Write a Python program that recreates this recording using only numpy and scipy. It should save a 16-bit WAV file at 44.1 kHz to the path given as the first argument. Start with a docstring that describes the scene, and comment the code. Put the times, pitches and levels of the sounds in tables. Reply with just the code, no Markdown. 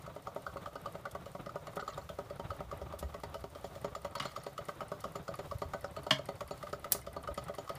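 """First a faint steam hiss over bearing hum and low handling rumble, then at once a toy engine's ticks, taps and thuds.
It stands on a tin plate in a quiet room, close to a hand-held phone, and makes four to five turns a second.
Crank angle places damped plate thuds, light pin taps and valve ticks; hard taps are listed, loose rattles random.
Steam spits and hum are coloured noise, hand bumps are low pulses through the case; a short room answer follows.
Something hard clacks twice on the shelf, and late on one bright snap rings out."""
import sys
import numpy as np
from scipy import signal
from scipy.fft import rfft, irfft, next_fast_len
from scipy.io import wavfile
from scipy.ndimage import map_coordinates

SR = 44100
rng = np.random.default_rng(int(sys.argv[2]) if len(sys.argv) > 2 else 0)


def to_wav(sig):
    """Store sig (one row per channel, or 1-D mono) as 16-bit WAV at the path in sys.argv[1].

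    Samples outside -1..1 are clipped; the rate is SR.
    """
    pcm = np.clip(np.atleast_2d(sig), -1, 1) * 32767
    pcm = np.round(pcm).astype(np.int16)
    wavfile.write(sys.argv[1], SR, pcm.T)  # frames by channels


N = 343098


def amp(db):
    """Amplitude factor of a level in dB."""
    return 10 ** (np.asarray(db) / 20)


def unit(x):
    """Scales a sound to rms 1."""
    return x / np.sqrt(np.mean(x ** 2) + 1e-20)


def along(points, hz):
    """Reads (f/Hz, value) points on a log frequency axis."""
    f, v = np.transpose(points)
    return np.interp(np.log(hz + 1), np.log(f + 1), v)


def over_time(times, values):
    """Draws a setting as a line through its points, one value per sample."""
    return np.interp(np.arange(N) / SR, times, values)


def wobble(rate):
    """A smooth random curve, rate knots a second."""
    return map_coordinates(rng.standard_normal(int(N * rate / SR) + 4), [np.arange(N) * rate / SR])


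def filtered(x, response):
    """Multiplies the spectrum of x by a complex response of frequency."""
    m = next_fast_len(len(x) + SR // 2)
    return irfft(rfft(x, m) * response(np.fft.rfftfreq(m, 1 / SR)), m)[:len(x)]


def noise(spectrum, count=N):
    """Coloured noise of rms 1."""
    return unit(filtered(rng.standard_normal(count), lambda hz: amp(along(spectrum, hz))))


DETUNE = .012  # random spread of each mode from blow to blow, as a share of its pitch


def ring(modes, scatter_db, count=SR // 5, detune=DETUNE):
    """Damped modes (f/Hz, level/dB, t60/s); neighbours swing in opposite directions."""
    t = np.arange(count) / SR
    out = np.zeros(count)
    for k, (hz, db, t60) in enumerate(modes):
        level = amp(db + scatter_db * rng.normal() - 60 * t / t60)
        out += (-1) ** k * level * np.sin(2 * np.pi * hz * (1 + detune * rng.normal()) * t)
    return out


def push(sound, seconds):
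    """A smooth blow that lasts a while and so dulls the ring."""
    force = np.hanning(int(seconds * SR) + 3)
    return np.convolve(sound, force / force.sum())


def chatter(sound, seconds, rise=0.00013):
    """A loose contact: many small touches that die away; peak 1."""
    t = np.arange(SR // 25) / SR
    touches = (1 - np.exp(-t / rise)) * np.exp(-t / seconds) * rng.standard_normal(len(t)) ** 3
    out = signal.fftconvolve(sound, touches)
    return out / abs(out).max()


def add(track, s, sound):
    """Mixes a sound in at time s."""
    part = track[round(s * SR):][:len(sound)]
    part += sound[:len(part)]


# Handling and steam levels at the phone: t/s, rumble level/dB, hiss level/dB (both rms, before they waver)
RUNNING = [(0.0, -64, -66.5), (1.97, -60, -67), (2.51, -52.5, -65.5), (3.05, -50.5, -67.5),
           (3.47, -54.5, -64.5), (4.29, -60.5, -66), (4.72, -65.5, -65), (5.76, -55, -65),
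           (6.13, -62, -66.5), (7.04, -60, -65.5), (7.24, -57, -67), (7.78, -72, -65.5)]
# Colour of the steady leak: f/Hz, relative level/dB
HISS = [(800, -48), (2000, -1.5), (4000, 0.5), (8000, -3), (11500, -5.5), (15000, -2.5)]
# Short steam spits: t/s, relative level/dB, time scale/s
SPIT = [(1.111, -54, 0.0056), (1.755, -55, 0.01), (2.988, -50, 0.012), (4.152, -50, 0.0046),
        (5.003, -54, 0.0069)]
# Colour of the spits: f/Hz, relative level/dB
SPIT_COLOUR = [(1760, -27), (3000, -12), (10300, -9), (15500, -11.5)]


def steam():
    """Turbulent steam as coloured noise: a steady leak that flutters, and short spits."""
    s, _, hiss_db = np.transpose(RUNNING)
    flutter_db = 1.1 * wobble(8) + 1.3 * wobble(40)
    out = amp(over_time(s, hiss_db) + flutter_db) * noise(HISS)
    for s, db, length in SPIT:
        t = np.arange(SR // 10) / SR / length
        add(out, s, amp(db) * t * np.exp(1 - t) ** 2 * noise(SPIT_COLOUR, count=len(t)))
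    return out


# Colour of bearings and belt heard through the plate: f/Hz, relative level/dB
HUM = [(59, -3), (100, 3.5), (155, 4), (232, -10.5), (330, -6.5), (403, -10.5), (492, -5.5), (576, -5),
       (1030, -11), (1240, -9.5), (1630, -17.5), (3000, -25.5), (3900, -24), (6600, -120)]


def hum():
    """Shaft and belt shake the plate unevenly: coloured noise with a wavering level."""
    return amp(-53.5 + 1.34 * wobble(16) + 3.14 * wobble(60)) * noise(HUM)


# Bumps of the hand on the phone: centre t/s, peak level/dB, f/Hz, length/cycles
BUMP = [(2.509, -34.5, 86, 2.1), (2.831, -39, 70.6, 3.2), (3.056, -32.5, 65.6, 2.7),
        (5.501, -45, 85.4, 3.5), (5.558, -30.5, 94, 1.2), (5.662, -35.5, 68.4, 1.8),
        (6.458, -43, 67.4, 1.8), (7.319, -37.5, 66.5, 2)]


def hand():
    """Low rumble and bell-shaped low pulses through the phone's case, right at the microphone."""
    s, rumble_db, _ = np.transpose(RUNNING)
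    level_db = over_time(s, rumble_db) + 2.5 * wobble(6)
    out = amp(level_db) * noise([(15, -47), (35, -20), (65, 8.5), (100, -4), (140, -7), (300, -99)])
    t = np.arange(-SR // 10, SR // 10) / SR
    for s, db, hz, cycles in BUMP:
        bump = np.exp(-(2 * t * hz / cycles) ** 2) * np.cos(2 * np.pi * hz * t)
        add(out, s - len(t) / SR / 2, -amp(db) * bump)
    return out


# Flywheel speed: t/s, speed/turns a minute
SPEED = [(0, 294.8), (0.45, 305.2), (1.2, 303.5), (1.55, 284.0), (2.35, 287.9), (3, 283.6), (3.4, 294.7),
         (3.95, 297.9), (4.45, 280.5), (4.95, 248.8), (5.65, 266.6), (7.0, 275.4), (7.78, 298.2)]
FIRST_UP_S = .1609  # the up stroke that sets crank angle zero


def moments(angle):
    """Times at which the crank passes an angle (turns after the up stroke; one value, or one per sample)."""
    t = np.arange(N) / SR
    turns = np.cumsum(over_time(*np.transpose(SPEED))) / 60 / SR
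    since_up = turns - turns[round(FIRST_UP_S * SR)] - angle
    return t[1:][np.diff(np.floor(since_up)) > 0]


DOWN_LAG_S = .015  # the down thud comes this long after the half turn


def stroke_ends():
    """Times of the down and up thuds, half a turn of the crank apart but for the lag."""
    return moments(.5) + DOWN_LAG_S, moments(0)


# How loud each part of a turn is, before trims and scatter: t/s, down thud level/dB, up thud level/dB,
# jingle level/dB, valve opening level/dB, valve closing level/dB, closing angle/turns
TURN = [(0, -43.5, -35.5, -51.5, -47.5, -49, 0.98), (1.1, -41.5, -36.5, -50, -54.5, -50, 0.84),
        (1.9, -41.5, -33, -48.5, -56.5, -55.5, 0.85), (2.7, -38.5, -35.5, -49.5, -77, -47, 0.81),
        (3.3, -38, -34, -46, -53, -48, .846), (3.8, -44, -32, -47, -57, -48.5, .854),
        (4.3, -40, -36.5, -44, -47, -43, 0.87), (5.2, -36, -35, -48, -55, -47.5, .853),
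        (6.3, -37.5, -32.5, -45.5, -46, -41.5, 0.86), (7.78, -36, -33.5, -44, -45.5, -39, 0.84)]
# Modes of the slide valve: f/Hz, relative level/dB, t60/s
VALVE = [(8580, 5.5, 0.0043), (10040, 14, 0.002), (10130, 5.3, 0.0056), (11400, 4.9, 0.0055)]
# Modes of the connecting rod: f/Hz, relative level/dB, t60/s
ROD = [(1995, -0.5, 0.017), (3004, -14, 0.036), (3226, -7, 0.0088), (4430, -3.5, 0.015), (5180, -5, 0.0063),
       (6980, -11.5, 0.019)]
OPEN_TURNS = .311  # crank angle after the up stroke at which the valve opens
TICK_SCATTER_DB = 2.5


def valve():
    """The slide valve ticks as it opens and closes: chattering high modes, a spurt of noise and the rod."""
    out, t = np.zeros(N), np.arange(SR // 20) / SR
    at, _, _, _, open_peak, close_peak, close_turns = np.transpose(TURN)
    closings = moments(over_time(at, close_turns))
    for times, peak in (moments(OPEN_TURNS), open_peak), (closings, close_peak):
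        for s in times:
            db = np.interp(s, at, peak) + TICK_SCATTER_DB * rng.normal()
            spurt = amp(-21.5 - 60 * t / 0.065) * noise([(5000, -30), (8500, 10), (15000, -12)], count=len(t))
            tick = chatter(ring(VALVE, 1.6, count=900), 0.00051)[:len(t)]
            add(out, s, amp(db) * (spurt + tick))
            add(out, s, amp(db - 8) * chatter(ring(ROD, 3.5, count=2000), 0.006, rise=0.0045))
    return out


# Modes of the tin base plate; levels are relative within each kind of blow:
# f/Hz, down stroke level/dB, up stroke level/dB, tap level/dB, t60/s
PLATE = [(189, -2, -0.5, -33, 0.039), (198.7, -32, -14.5, -44, 0.13), (270, -27, -19, -29, 0.16),
         (404, -8.5, -6.5, -20, 0.098), (575.8, 3.5, 0.5, -10, 0.074), (662.3, -3.5, -9.5, -38.5, 0.11),
         (760, -20, -7.5, -10.5, 0.069), (945.5, -13.5, -9, -15.5, 0.091), (1123, -41, -30, -1.5, 0.048),
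         (1249, 7, 0, 5.5, 0.03), (1443, -37, -40, -7, 0.037), (1512, -10.5, -19, -16, 0.075)]
DOWN, UP, TOUCH = 1, 2, 3  # columns of the plate table


def plate_modes(blow):
    """The plate's modes as one kind of blow stirs them."""
    return [(row[0], row[blow], row[4]) for row in PLATE]


# Spells of dense rattling, faint to loud: start t/s, length/s, loudest peak level/dB
SHAKE = [(1.434, 0.097, -64), (1.77, 0.18, -42.5), (4.17, .1, -37.5), (4.267, .2, -48), (4.997, 0.04, -48)]
SHAKES_PER_S = 110


def linkage():
    """Loose joints chatter on plate and rod: lightly at random moments, and in spells of dense rattling."""
    out, tap_modes = np.zeros(N), plate_modes(TOUCH)
    for s, size in rng.random((220, 2)):
        joint = ring(tap_modes, 5, count=2000) + amp(-9) * ring(ROD, 4, count=2000)
        loudness = -10 * np.log10(size + .15)  # few are loud
        add(out, s * N / SR, amp(-56.5 + loudness) * chatter(joint, .003))
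    for start, length, db in SHAKE:
        for s, size in rng.random((round(length * SHAKES_PER_S), 2)):
            joint = amp(-3) * ring(tap_modes, 5, count=2000) + ring(ROD, 6, count=2000, detune=.08)
            add(out, start + s * length, amp(db - 9 * size) * chatter(joint, .003))
    return out


# Hard taps on the plate, mostly of the crank pin; the one at 4.2013 s belongs to the clack: t/s, peak level/dB
TAP = [(0.063, -40), (0.2705, -30), (0.4645, -28.5), (0.5696, -34), (0.6591, -32), (0.7586, -36),
       (0.8579, -28.5), (1.054, -30), (1.1503, -33), (1.3508, -40), (1.4932, -36), (1.5622, -36),
       (1.6697, -35.5), (1.7745, -32), (1.7957, -31.5), (1.8246, -33.5), (1.8789, -28), (1.9757, -35.5),
       (2.1939, -40), (2.5043, -30), (2.7137, -33.5), (2.9246, -38), (3.1425, -40.5), (3.2355, -36),
       (3.3432, -32), (3.8483, -33), (3.9515, -32.5), (4.0513, -32.5), (4.153, -29.5), (4.2013, -28),
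       (4.2541, -32), (4.362, -30.5), (4.579, -31.5), (4.6916, -28.5), (4.807, -31), (4.9185, -32),
       (5.0402, -28.5), (5.1543, -31.5), (5.2796, -33.5), (5.3395, -36), (5.3934, -35.5), (5.513, -32.5),
       (5.6213, -30), (5.7356, -28), (5.8446, -30), (5.965, -36), (6.4072, -32), (6.6693, -37.5),
       (6.7356, -31.5), (6.8442, -32.5), (7.1682, -33), (7.2358, -41.5), (7.2749, -31), (7.3795, -34),
       (7.483, -35), (7.5406, -41.5), (7.6764, -38.5), (7.6933, -32.5)]
TAP_LEAD_S, TAP_LAG_S = .005, 0.00193  # light taps: before the down thud, after the up thud
LIGHT_TAP_DB = -44  # typical light tap, peak
JINGLE_GROWS, STRAY_JINGLE_DB = 0.23, -6.5  # jingle dB per dB of tap; change between strokes
JINGLE_SCATTER_DB = 1.5


def taps():
    """Taps, mostly of the loose crank pin, chatter on the plate; each sets the rod jingling with a puff of noise."""
    out, t = np.zeros(N), np.arange(SR // 20) / SR
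    tap_modes = plate_modes(TOUCH)
    at, _, _, jingle_peak, _, _, _ = np.transpose(TURN)
    downs, ups = stroke_ends()
    # every stroke end without a hard tap gets a light one
    ends = np.r_[downs - TAP_LEAD_S, ups + TAP_LAG_S]
    hard = np.transpose(TAP)[0]
    light = [(s, LIGHT_TAP_DB + 3.5 * rng.normal()) for s in ends if abs(hard - s).min() > .016]
    for s, db in TAP + light:
        add(out, s - .0015, amp(db) * chatter(ring(tap_modes, 3.54), 0.0018, rise=0.0008))
        # on the up stroke the rod jingles from the moment the load lands
        nearest = ups[abs(ups - s).argmin()]
        start = nearest if abs(s - nearest) < .008 else s - .001
        stray = abs(ends - s).min() > .012
        jingle_db = np.interp(s, at, jingle_peak) + JINGLE_GROWS * (db + 35.5)
        jingle_db += stray * STRAY_JINGLE_DB + JINGLE_SCATTER_DB * rng.normal()
        fall = (1 - np.exp(-t / 0.00086)) * (amp(-60 * t / 0.044) + amp(-9.0 - 60 * t / 0.034))
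        puff = fall * noise([(1500, -6), (3000, 2.5), (8000, -8), (15000, -12.5)], count=len(t))
        add(out, start, amp(jingle_db - 4.0) * puff)
        add(out, start, amp(jingle_db + 1.5) * chatter(ring(ROD, 5.7, count=2000), 0.013))
    return out


THUD_SCATTER_DB = 1.2
THUD_SWELL_S = 0.0019  # the load builds over this time


def swell(sound):
    """A soft start as the load builds."""
    return sound * (1 - np.exp(-np.arange(len(sound)) / SR / THUD_SWELL_S))


def thuds():
    """At each stroke end the piston load pushes on the plate, and its damped modes ring."""
    out = np.zeros(N)
    at, down_peak, up_peak, _, _, _, _ = np.transpose(TURN)
    downs, ups = stroke_ends()
    for s in downs:
        db = np.interp(s, at, down_peak) + THUD_SCATTER_DB * rng.normal()
        add(out, s, amp(db + 2.5) * push(swell(ring(plate_modes(DOWN), 1.83)), 0.00085))
    for s in ups:  # a shorter push, so a less dulled ring
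        db = np.interp(s, at, up_peak) + THUD_SCATTER_DB * rng.normal()
        add(out, s, amp(db + 0.9) * push(swell(ring(plate_modes(UP), 1.98)), 0.00051))
    return out


# Clacks on the shelf: t/s, level before trim/dB, unringing share level/dB, boom level before the push/dB,
# dull above f/Hz, tail level under the blow/dB, tail t60/s
CLACK = [(4.198, -24.5, -5.5, -48, 4730, -35, 0.34), (6.107, -14, -9.5, -35.5, 4260, -24, 0.13)]
# Resonances of the clacking body: f/Hz, width/Hz, level/dB
CLACK_RING = [(622, 36, 12), (1030, 120, 6.5), (1630, 80, 8), (2175, 140, 8), (2880, 111, 6),
              (3160, 260, 7.5), (5050, 140, -5), (5710, 37, 6)]
# Modes of the shelf's boom: f/Hz, relative level/dB, t60/s
SHELF = [(138.3, 4.5, 0.38), (201, 8, 0.17), (276, 12.5, 0.19)]


def clack_body(f):
    """Response of the struck body: resonances with alternating signs."""
    return sum((-1) ** k * amp(db) * 1j * f * width / (centre ** 2 - f * f + 1j * f * width)
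               for k, (centre, width, db) in enumerate(CLACK_RING))


def clacks():
    """Something hard hits the shelf: a scrape of noise rings the body, and the shelf booms."""
    blows, out, t = np.zeros(N), np.zeros(N), np.arange(SR // 3) / SR
    for s, db, dry_db, boom_db, dull_hz, after_db, t60 in CLACK:
        # the blow swells and falls quickly over a weaker, longer tail
        blow, after = (t / 0.0049) ** 2 * np.exp(-t / 0.0014), amp(after_db - 60 * t / t60)
        scrape = amp(db + 15.5) * noise([(300, -10), (900, 0), (dull_hz, 0), (16000, -24)], count=len(t))
        add(blows, s, (blow + amp(-1.5) * after) * scrape)
        add(out, s, amp(dry_db) * (blow + amp(0.5) * after) * scrape)
        boom = push(ring(SHELF, 0, count=SR // 3, detune=0), 0.0045)[:len(t)]
        add(out, s, amp(boom_db) * (1 - np.exp(-(t / 0.0083) ** 2)) * boom)  # the boom swells
    return out + filtered(blows, clack_body)


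# The bright snap: t/s, level before its fall/dB
SNAP = [(6.9207, -9)]
# Colour of the snap: f/Hz, relative level/dB
SNAP_COLOUR = [(880, -14.5), (1500, -12), (2890, -16), (4230, -9.5), (8540, -6.5), (13100, -16),
               (15500, -4)]


def snap():
    """A burst of noise that falls fast, then slowly, with a tiny high crack at its start."""
    out, t = np.zeros(N), np.arange(SR // 3) / SR
    for s, db in SNAP:
        fall = amp(-12 - 60 * t / 0.032) + amp(-23 - 60 * t / 0.15)
        add(out, s, amp(db) * fall * np.minimum(t / .0005, 1) * noise(SNAP_COLOUR, count=len(t)))
        crack = np.exp(-((t - .0006) / .0001) ** 2) * np.sin(2 * np.pi * 10000 * (t - .0006))
        add(out, s, amp(-7.5) * crack)
    return out


# Modes of the snap's ring: f/Hz, level relative to the snap/dB, t60/s
SNAP_RING = [(7400, -16, 0.0069), (9400, -15, 0.014), (11230, -2.5, 0.0061), (12200, -11.5, 0.032),
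             (14500, -11.5, 0.013)]


def snap_ring():
    """Damped high modes: the short bright ring of the snap, added without room answer."""
    out = np.zeros(N)
    for s, db in SNAP:
        add(out, s + .0003, amp(db) * ring(SNAP_RING, 0, detune=0))
    return out


# How the quiet room dies away: f/Hz, t60/s
ROOM = [(200, 0.35), (2000, 0.24), (12000, 0.19)]


def room(x):
    """Each frequency of the room's answer dies at its own speed; every fifth of a second draws a fresh random tail."""
    out, step = np.zeros(N), SR // 5
    for start in range(0, N, step):
        hz, t, z = signal.stft(rng.standard_normal(SR // 2), SR, nperseg=256)
        decay = amp(-60 * t / along(ROOM, hz)[:, None])
        tail = signal.istft(z * decay, SR, nperseg=256)[1]
        answer = signal.fftconvolve(x[start:start + step], tail / np.linalg.norm(tail))
        add(out, (start + 200) / SR, answer)
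    return out


def scene():
    """Engine, clacks and snap with their room answer, plus the sounds added without one."""
    solid = valve() + linkage() + taps() + thuds() + clacks() + snap()
    direct = steam() + hum() + hand() + snap_ring()
    return (solid + room(amp(-13.5) * solid) + direct)[None]


BASS_HZ, TOP_HZ = 30, 15350  # the microphone fades below the first and stops at the second


def record(dry):
    """The phone loses the deep bass and keeps nothing above its band limit."""
    return filtered(dry[0], lambda hz: (hz < TOP_HZ) * (1j * hz / (BASS_HZ + 1j * hz)) ** 2)[None]


dry = scene()
out = record(dry)
to_wav(out)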